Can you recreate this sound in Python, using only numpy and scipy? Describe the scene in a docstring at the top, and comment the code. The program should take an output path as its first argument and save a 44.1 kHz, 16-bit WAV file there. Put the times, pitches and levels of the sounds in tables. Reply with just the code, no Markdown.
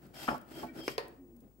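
"""Wet hands rub a clay pot on a turning wheel: five strokes hiss, scrape and drum, with thin squeals.
Dull knocks ring the wheel's tray, a hard tap and a clack follow, and wet clay ticks now and then.
Under it all the wheel rumbles, groans, hums and whines in a small, quiet studio.
Shaped noise makes the rubbing and rumble; dying sine modes and noise bursts make the impacts;
drifting sines make the groans and narrow noise makes the squeals."""
import sys
import numpy as np
from scipy import signal
from scipy.fft import rfft, irfft
from scipy.io import wavfile

SR = 44100
rng = np.random.default_rng(int(sys.argv[2]) if len(sys.argv) > 2 else 0)


def dump_mix(stems):
    """Bounce the given channels to the path in sys.argv[1] as a 16-bit WAV at rate SR."""
    frames = np.atleast_2d(stems).T  # one column per channel
    limited = np.clip(frames, -1, 1)  # hard clip at full scale
    pcm = np.round(limited * 32767).astype(np.int16)
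    wavfile.write(sys.argv[1], SR, pcm)


N = 70560  # samples: 1.6 s


def amp(db):
    """Decibels to gain."""
    return 10 ** (np.asarray(db) / 20)


def unit(x):
    """Scales to an rms of one."""
    return x / np.sqrt(np.mean(x ** 2) + 1e-20)


def read(points, hz):
    """Reads a curve on a log-frequency axis."""
    f, value = np.transpose(points)
    return np.interp(np.log(hz + 1), np.log(f + 1), value)


def pan(db):
    """Left and right gains; positive leans left."""
    return amp([[db / 2], [-db / 2]])


def add(mix, s, sound):
    """Mixes a sound in at a time in seconds."""
    part = mix[:, round(s * SR):][:, :sound.shape[1]]
    part += sound[:, :part.shape[1]]


def swell(start, end, rise_s, fall_s):
    """Attack, hold and release."""
    t = np.arange(N) / SR
    return np.clip((t - start) / rise_s, 0, 1) * np.clip((end - t) / fall_s, 0, 1)


def wander(rate_hz):
    """Smooth random drift of rms one; its spectrum fades away around the rate."""
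    hz = np.fft.rfftfreq(N, 1 / SR)
    fade = np.exp(-(hz / rate_hz) ** 2) * (hz > 0)
    return unit(irfft(rfft(rng.standard_normal(N)) * fade, N))


# Stereo likeness of the two microphones: f/Hz, left-right correlation
LIKENESS = [(50, 0.35), (150, 0.88), (330, 0.85), (700, 0.48), (1400, -0.19), (4000, 0.23), (10000, -0.049)]


def likeness(hz):
    """How alike left and right are at a frequency, from -1 to 1."""
    return np.clip(read(LIKENESS, hz), -1, 1)


def stereo_pair(a, b, same):
    """Left is the first signal; right shares as much of it as the likeness asks."""
    return np.array([a, same * a + np.sqrt(1 - same ** 2) * b])


# Stereo balance of broad noise and squeals: f/Hz, left over right/dB
BALANCE = [(50, 3), (150, 7.5), (350, -0.5), (700, 1.5), (1400, 2), (3200, 4.5), (6000, 2), (9000, 1),
           (14000, -3)]


def noise(colour):
    """Coloured noise of rms one, as two close microphones hear it."""
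    hz = np.fft.rfftfreq(N, 1 / SR)
    a, b = rfft(rng.standard_normal((2, N)))
    lean, db = read(BALANCE, hz) / 2, read(colour, hz)
    tilt = amp([db + lean, db - lean])
    return unit(irfft(stereo_pair(a, b, likeness(hz)) * tilt, N))


def fuzzy_tone(hz, width_hz):
    """A narrow resonance kept ringing by friction, as noise riding on a tone."""
    turn = np.exp(2j * np.pi * hz * np.arange(N) / SR)
    a, b = (unit((turn * (wander(width_hz) + 1j * wander(width_hz))).real) for _ in range(2))
    return pan(read(BALANCE, hz)) * stereo_pair(a, b, likeness(hz))


def ring(modes, t):
    """A struck body's dying modes; left and right phases part as likeness falls."""
    out = np.zeros((2, len(t)))
    for k, (hz, db, t60, lean_db) in enumerate(modes):
        apart = np.arccos(likeness(hz)) * np.array([[.5], [-.5]])
        decay = amp(db - 60 * t / t60)
        sign = (-1) ** k  # neighbouring modes start in opposite directions
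        out += sign * pan(lean_db) * decay * np.sin(2 * np.pi * hz * t + apart)
    return out


def burst(colour, envelope, rise_s=0, push=0):
    """A noise burst, with an optional push of contact, heard through a body's colour."""
    size = 4096
    hz = np.fft.rfftfreq(size, 1 / SR)
    log_gain = np.log(unit(amp(read(colour, hz))))
    log_gain = np.concatenate([log_gain, log_gain[-2:0:-1]])
    # minimum phase: the body answers at once
    body = np.fft.ifft(np.exp(signal.hilbert(log_gain).conj())).real
    shower = noise([(20, 0), (20000, 0)])[:, :len(envelope)] * envelope
    shower[:, round(rise_s * SR)] += push
    return signal.fftconvolve(shower, body[None], axes=1)[:, :len(envelope)]


# Studio decay: f/Hz, t60/s
ROOM_DECAY = [(100, 0.75), (350, 0.3), (650, 0.5), (1300, 0.43), (2500, 0.39), (4500, 0.28), (12000, 0.21)]
ROOM_START_S = 0.0051


def room(x):
    """The studio's echo: sparse random taps, each band dying at its own speed."""
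    size = SR * 3 // 4
    taps = rng.standard_normal((2, size)) * (rng.random((2, size)) < .12)
    taps *= np.arange(size) > ROOM_START_S * SR
    hz, t, bands = signal.stft(taps, SR, nperseg=256)
    bands = stereo_pair(bands[0], bands[1], likeness(hz)[:, None])
    decay = amp(-60 * t / read(ROOM_DECAY, hz)[:, None])
    tail = signal.istft(bands * decay, SR, nperseg=256)[1]
    return signal.fftconvolve(x, tail / np.linalg.norm(tail[0]), axes=1)[:, :N]


# Faint steady hiss: f/Hz, relative level/dB per Hz
AIR_COLOUR = [(1000, -1), (3000, -13.5), (8000, -2), (12500, -7.5), (15500, -3.5), (17000, -23.5)]
AIR_DB = -79.5


def air():
    """A faint steady hiss of shaped noise."""
    return amp(AIR_DB) * noise(AIR_COLOUR)


# Motor hum, then thin electric whine: level/dB, left over right/dB
HUM_LEVELS = [(-69.5, 9.5), (-77.5, 14.5)]
HUM_HZ, WHINE_HZ = 55, 15622
HUM_WAVER = 0.24  # rms share of the level


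def hums():
    """The motor hums and the electrics whine: two steady tones whose levels waver."""
    out, t = np.zeros((2, N)), np.arange(N) / SR
    for hz, (db, lean_db) in zip((HUM_HZ, WHINE_HZ), HUM_LEVELS):
        level = np.sqrt(2) * amp(db) * (1 + HUM_WAVER * wander(rate_hz=5))
        out += pan(lean_db) * level * np.sin(2 * np.pi * (hz * t + rng.random()))
    return out


# Wheel rumble: f/Hz, relative level/dB per Hz
RUMBLE_COLOUR = [(20, -40), (38, -16.5), (55, -9), (85, -8), (140, -5), (190, -6.5), (235, 0.5),
                 (290, -5.5), (345, -6.5), (450, -11), (800, -22.5), (1400, -32), (5000, -48.5)]
RUMBLE_DB, RUMBLE_SWELL_DB = -61, 2.5  # base level, rms drift


def rumble():
    """The bearing rumbles: low noise that swells and sinks at random."""
    return amp(RUMBLE_DB + RUMBLE_SWELL_DB * wander(rate_hz=20)) * noise(RUMBLE_COLOUR)


# Groans of the turning wheel: start t/s, end t/s, start f/Hz, end f/Hz, level/dB
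GROANS = [(0, 0.131, 188, 185, -61), (0.533, 0.738, 330, 327.4, -53.5), (0.675, 0.814, 255, 240, -55.5),
          (0.764, 0.86, 315, 339.4, -48.5), (1.036, 1.154, 325, 357, -59.5), (1.151, 1.27, 275, 282, -59),
          (1.178, 1.388, 361.7, 332, -61.5), (1.308, 1.421, 236, 228.6, -58)]
GROAN_DRIFT_HZ, GROAN_EDGE_S = 7.7, .04  # rms pitch drift, fade in and out


def groans():
    """The bearing groans: gliding tones with unsteady pitch and level."""
    out, t = np.zeros((2, N)), np.arange(N) / SR
    for start, end, from_hz, to_hz, db in GROANS:
        hz = np.interp(t, [start, end], [from_hz, to_hz]) + GROAN_DRIFT_HZ * wander(rate_hz=52)
        level = np.sqrt(2) * amp(db + 1.65 * wander(rate_hz=25))
        level *= swell(start, end, GROAN_EDGE_S, GROAN_EDGE_S)
        out += level * np.sin(2 * np.pi * np.cumsum(hz) / SR)
    return out


# Ticks of wet clay: t/s, level/dB, decay to 1/e t/s
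TICKS = [(0.066, -60.5, 0.0045), (0.38, -50.5, 0.0022), (0.414, -54.5, 0.0027), (1.082, -53, 0.0028),
         (1.365, -62, .003), (1.404, -64.5, 0.0098)]
# Tick colour: f/Hz, relative level/dB per Hz
TICK_COLOUR = [(500, -12.5), (2500, -15), (4500, -8.5), (8000, -5), (12000, -1.5), (15500, -3)]


def ticks():
    """Films of wet clay snap, each a tiny bright burst of noise."""
    out, t = np.zeros((2, N)), np.arange(SR // 20) / SR
    for s, db, decay_s in TICKS:
        add(out, s, amp(db) * noise(TICK_COLOUR)[:, :len(t)] * np.exp(-t / decay_s))
    return out


# Dull knocks and tray chatter: t/s, level/dB, treble cutoff f/Hz, left over right/dB
KNOCKS = [(0.2785, -28, 2300, 5), (0.2826, -22, 3000, -0.5), (0.2998, -31, 1250, 2.5),
          (0.3123, -27, 890, 0), (0.326, -28.5, 790, -1), (0.341, -33, 1280, -7.5), (0.354, -35, 850, -2),
          (0.573, -35, 480, -3), (0.6303, -29, 879.6, -2), (.643, -34, 800, -3), (.783, -35, 300, 4)]
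# Ring of the tray: f/Hz, level/dB, t60/s, left over right/dB
TRAY_MODES = [(56, -29, .55, 3), (138, -26, .15, 2), (248, -11, .18, 0), (345, -17, .1, 0),
              (700, -13, .13, -2), (765, -11, .08, -1), (868, -2, .06, -1), (1113, -.5, .085, 3),
              (1348, -1, .095, 6), (1519, -19, .1, 2), (1820, -20, .06, 0), (2600, -18, .08, 0)]
# Thud colour: f/Hz, relative level/dB per Hz
THUD_COLOUR = [(40, -22), (130, -12), (250, 1), (500, -2.5), (850, -1), (1400, 1.5), (2000, -10.5),
               (3000, -9.5), (6000, -24), (15000, -56.5)]
THUD_T60, KNOCK_RISE_S = 0.058, 0.0022
# the ring stays close; the thud spreads through the room
RING_ROOM_DB, THUD_ROOM_DB = -24.5, -11.5


def knocks():
    """Soft blows thud and ring the tray; each blow's softness sets its treble cutoff."""
    rings, thuds, t = np.zeros((2, N)), np.zeros((2, N)), np.arange(SR // 2) / SR
    rise = 1 - np.exp(-t / KNOCK_RISE_S)
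    for s, db, soft_hz, lean_db in KNOCKS:
        soft = signal.butter(6, soft_hz, fs=SR, output="sos")
        gain = amp(db) * pan(lean_db)
        thud = burst(THUD_COLOUR, rise * amp(-60 * t / THUD_T60))
        add(rings, s, gain * signal.sosfilt(soft, rise * ring(TRAY_MODES, t)))
        add(thuds, s, gain * signal.sosfilt(soft, thud))
    return rings + thuds + room(amp(RING_ROOM_DB) * rings + amp(THUD_ROOM_DB) * thuds)


# Hard contacts, tap then clack:
# t/s, level/dB, ring level/dB, body t60/s, room level/dB, left over right/dB
CLACKS = [(0.8796, -26.5, -13, 0.077, -14.5, -2), (0.9802, -26, -8.5, 0.084, -10, -2)]
# Tap colour: f/Hz, relative level/dB per Hz
TAP_COLOUR = [(50, -30), (150, -13), (370, 7), (750, -2), (1150, 2), (1600, -1), (2300, 0), (3000, -6),
              (3800, -19.5), (5500, -7), (7000, -21.5), (12000, -25.5), (15500, -35.5)]
# Clack colour: f/Hz, relative level/dB per Hz
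CLACK_COLOUR = [(50, -14.5), (130, -7), (260, -11.5), (430, 8.5), (580, 7), (800, -1), (1100, -3),
                (2400, -2.5), (3400, -11.5), (4200, -6), (5100, -7), (6000, -21), (12000, -24.5),
                (15500, -29)]
# Ring of both contacts: f/Hz, level/dB, t60/s, left over right/dB
CLACK_MODES = [(474.5, -3, 0.12, 0.5), (576, -4, 0.13, 10.5), (750, -9.5, 0.05, -3),
               (925, -9.5, 0.087, 14.5), (1016, -4.5, 0.1, 2), (1857, -13.5, 0.26, 9),
               (4040, -10.5, 0.0049, 1.5), (4970, 0, 0.013, 9.5)]
CRACK_FADE_S, CRACK_RISE_S = 0.0022, 0.0003  # fall to 1/e, linear attack
CLACK_BODY_DB, CONTACT_DB = -6.5, 8  # dry body, single push of first contact


def clacks():
    """Hard contacts: a short crack, a dry body and a few quick modes."""
    out, t = np.zeros((2, N)), np.arange(SR // 4) / SR
    rise = np.minimum(t / CRACK_RISE_S, 1)
    for contact, colour in zip(CLACKS, (TAP_COLOUR, CLACK_COLOUR)):
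        s, db, ring_db, body_t60, room_db, lean_db = contact
        crack = np.exp(-(t / CRACK_FADE_S) ** 2)
        body = amp(CLACK_BODY_DB - 60 * t / body_t60)
        impact = burst(colour, rise * (crack + body), CRACK_RISE_S, amp(CONTACT_DB))
        ringing = amp(ring_db) * rise * ring(CLACK_MODES, t)
        hit = np.zeros((2, N))
        add(hit, s, amp(db) * pan(lean_db) * (impact + ringing))
        out += hit + amp(room_db) * room(hit)
    return out


SQUEAL_RISE_S, SQUEAL_FALL_S = 0.047, 0.044


def squeal(times, tones):
    """Sliding skin grips wet clay and holds a few thin tones."""
    level = sum(amp(db) * swell(start, end, SQUEAL_RISE_S, SQUEAL_FALL_S)
                for start, end, db in times)
    return level * sum(amp(db) * fuzzy_tone(hz, width) for hz, width, db in tones)


# Strokes: start t/s, hardest t/s, end t/s, then peak hiss, rub and scrape level/dB
STROKES = [(0, 0.053, 0.093, -73, -57, -64), (0.13, 0.245, 0.4, -48, -52.5, -48),
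           (0.466, 0.59, 0.73, -55, -47.5, -52), (0.728, 0.79, 0.86, -57, -42.5, -50.5),
           (0.813, 0.899, 0.97, -49, -51.5, -75)]
# Resting touch: hiss, rub and scrape level/dB
TOUCH_DB = [-79.5, -63.5, -70]
# Hiss of the wet skin: f/Hz, relative level/dB per Hz
HISS_COLOUR = [(200, -31.5), (1500, -36), (2000, -1), (2800, 2), (3700, -4), (4800, 0.5), (6300, -8.5),
               (8000, -3), (10500, -12.5), (12000, -1), (13400, -8), (15500, -31.5)]
# Drumming of the pot under the hand: f/Hz, relative level/dB per Hz
RUB_COLOUR = [(30, -42), (90, -29), (140, 2), (185, -12), (245, -3), (330, 3.5), (450, -8), (600, -8.5),
              (1000, -22), (3000, -63)]
# Scraping of the clay: f/Hz, relative level/dB per Hz
SCRAPE_COLOUR = [(200, -23), (450, -6.5), (720, 7.5), (1100, -4), (1400, 4), (1950, -3.5), (2600, -13.5),
                 (5000, -17.5)]
# Thin squeals of skin on wet clay: start t/s, end t/s, level/dB
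SQUEAL_TIMES = [(.135, .365, -54), (.515, .65, -56), (.752, .975, -53)]
# Squeal tones: f/Hz, width f/Hz, relative level/dB
SQUEAL_TONES = [(3210, 50, -3.5), (4730, 70, -14), (5230, 52, -7)]
# Faint lower squeak as the third stroke lets go: start t/s, end t/s, level/dB
SQUEAK_TIMES = [(.65, .735, -60)]
# Squeak tones: f/Hz, width f/Hz, relative level/dB
SQUEAK_TONES = [(1500, 40, -1), (1877, 40, -1.1), (2300, 60, 0)]
PRESS_CURVE, LET_GO_CURVE = 0.94, 1.3  # exponents of the stroke's rise and fall
LIFT_S, LIFT_FADE_S = 1.137, 0.061  # the hand starts to lift off the pot, and its fade
HISS_ROUGH_DB, HISS_SLIP_DB, RUB_ROUGH_DB, SCRAPE_ROUGH_DB = 1.6, 0.89, 1.65, 2.6  # rms
HANDS_ROOM_DB = -12.5


def hands():
    """Each stroke presses and lets go; skin hisses, clay scrapes and the pot drums."""
    t = np.arange(N) / SR
    touch = np.clip((LIFT_S - t) / LIFT_FADE_S + 1, 0, 1)
    power = (amp(TOUCH_DB)[:, None] * touch) ** 2
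    for start, top, end, *levels_db in STROKES:
        press = np.clip((t - start) / (top - start), 0, 1) ** PRESS_CURVE
        let_go = np.clip((end - t) / (end - top), 0, 1) ** LET_GO_CURVE
        power = power + (amp(levels_db)[:, None] * press * let_go) ** 2
    hiss_level, rub_level, scrape_level = np.sqrt(power)
    slip = wander(rate_hz=41)  # shared by all three layers
    hiss_rough = amp(HISS_ROUGH_DB * wander(rate_hz=250) + HISS_SLIP_DB * slip)
    out = hiss_level * noise(HISS_COLOUR) * hiss_rough
    out += rub_level * noise(RUB_COLOUR) * amp(RUB_ROUGH_DB * slip)
    out += scrape_level * noise(SCRAPE_COLOUR) * amp(SCRAPE_ROUGH_DB * slip)
    out += squeal(SQUEAL_TIMES, SQUEAL_TONES) + squeal(SQUEAK_TIMES, SQUEAK_TONES)
    return out + amp(HANDS_ROOM_DB) * room(out)


def scene():
    """Everything at the wheel, from the background to the hands."""
    wheel = rumble() + groans() + hums()
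    return air() + wheel + ticks() + knocks() + clacks() + hands()


def record(dry):
    """The recorder's band limit: a steep low-pass at 15950 Hz."""
    low_pass = signal.firwin(711, 15950, window=("kaiser", 8), fs=SR)
    return signal.oaconvolve(dry, low_pass[None], "same")


dry = scene()
out = record(dry)
dump_mix(out)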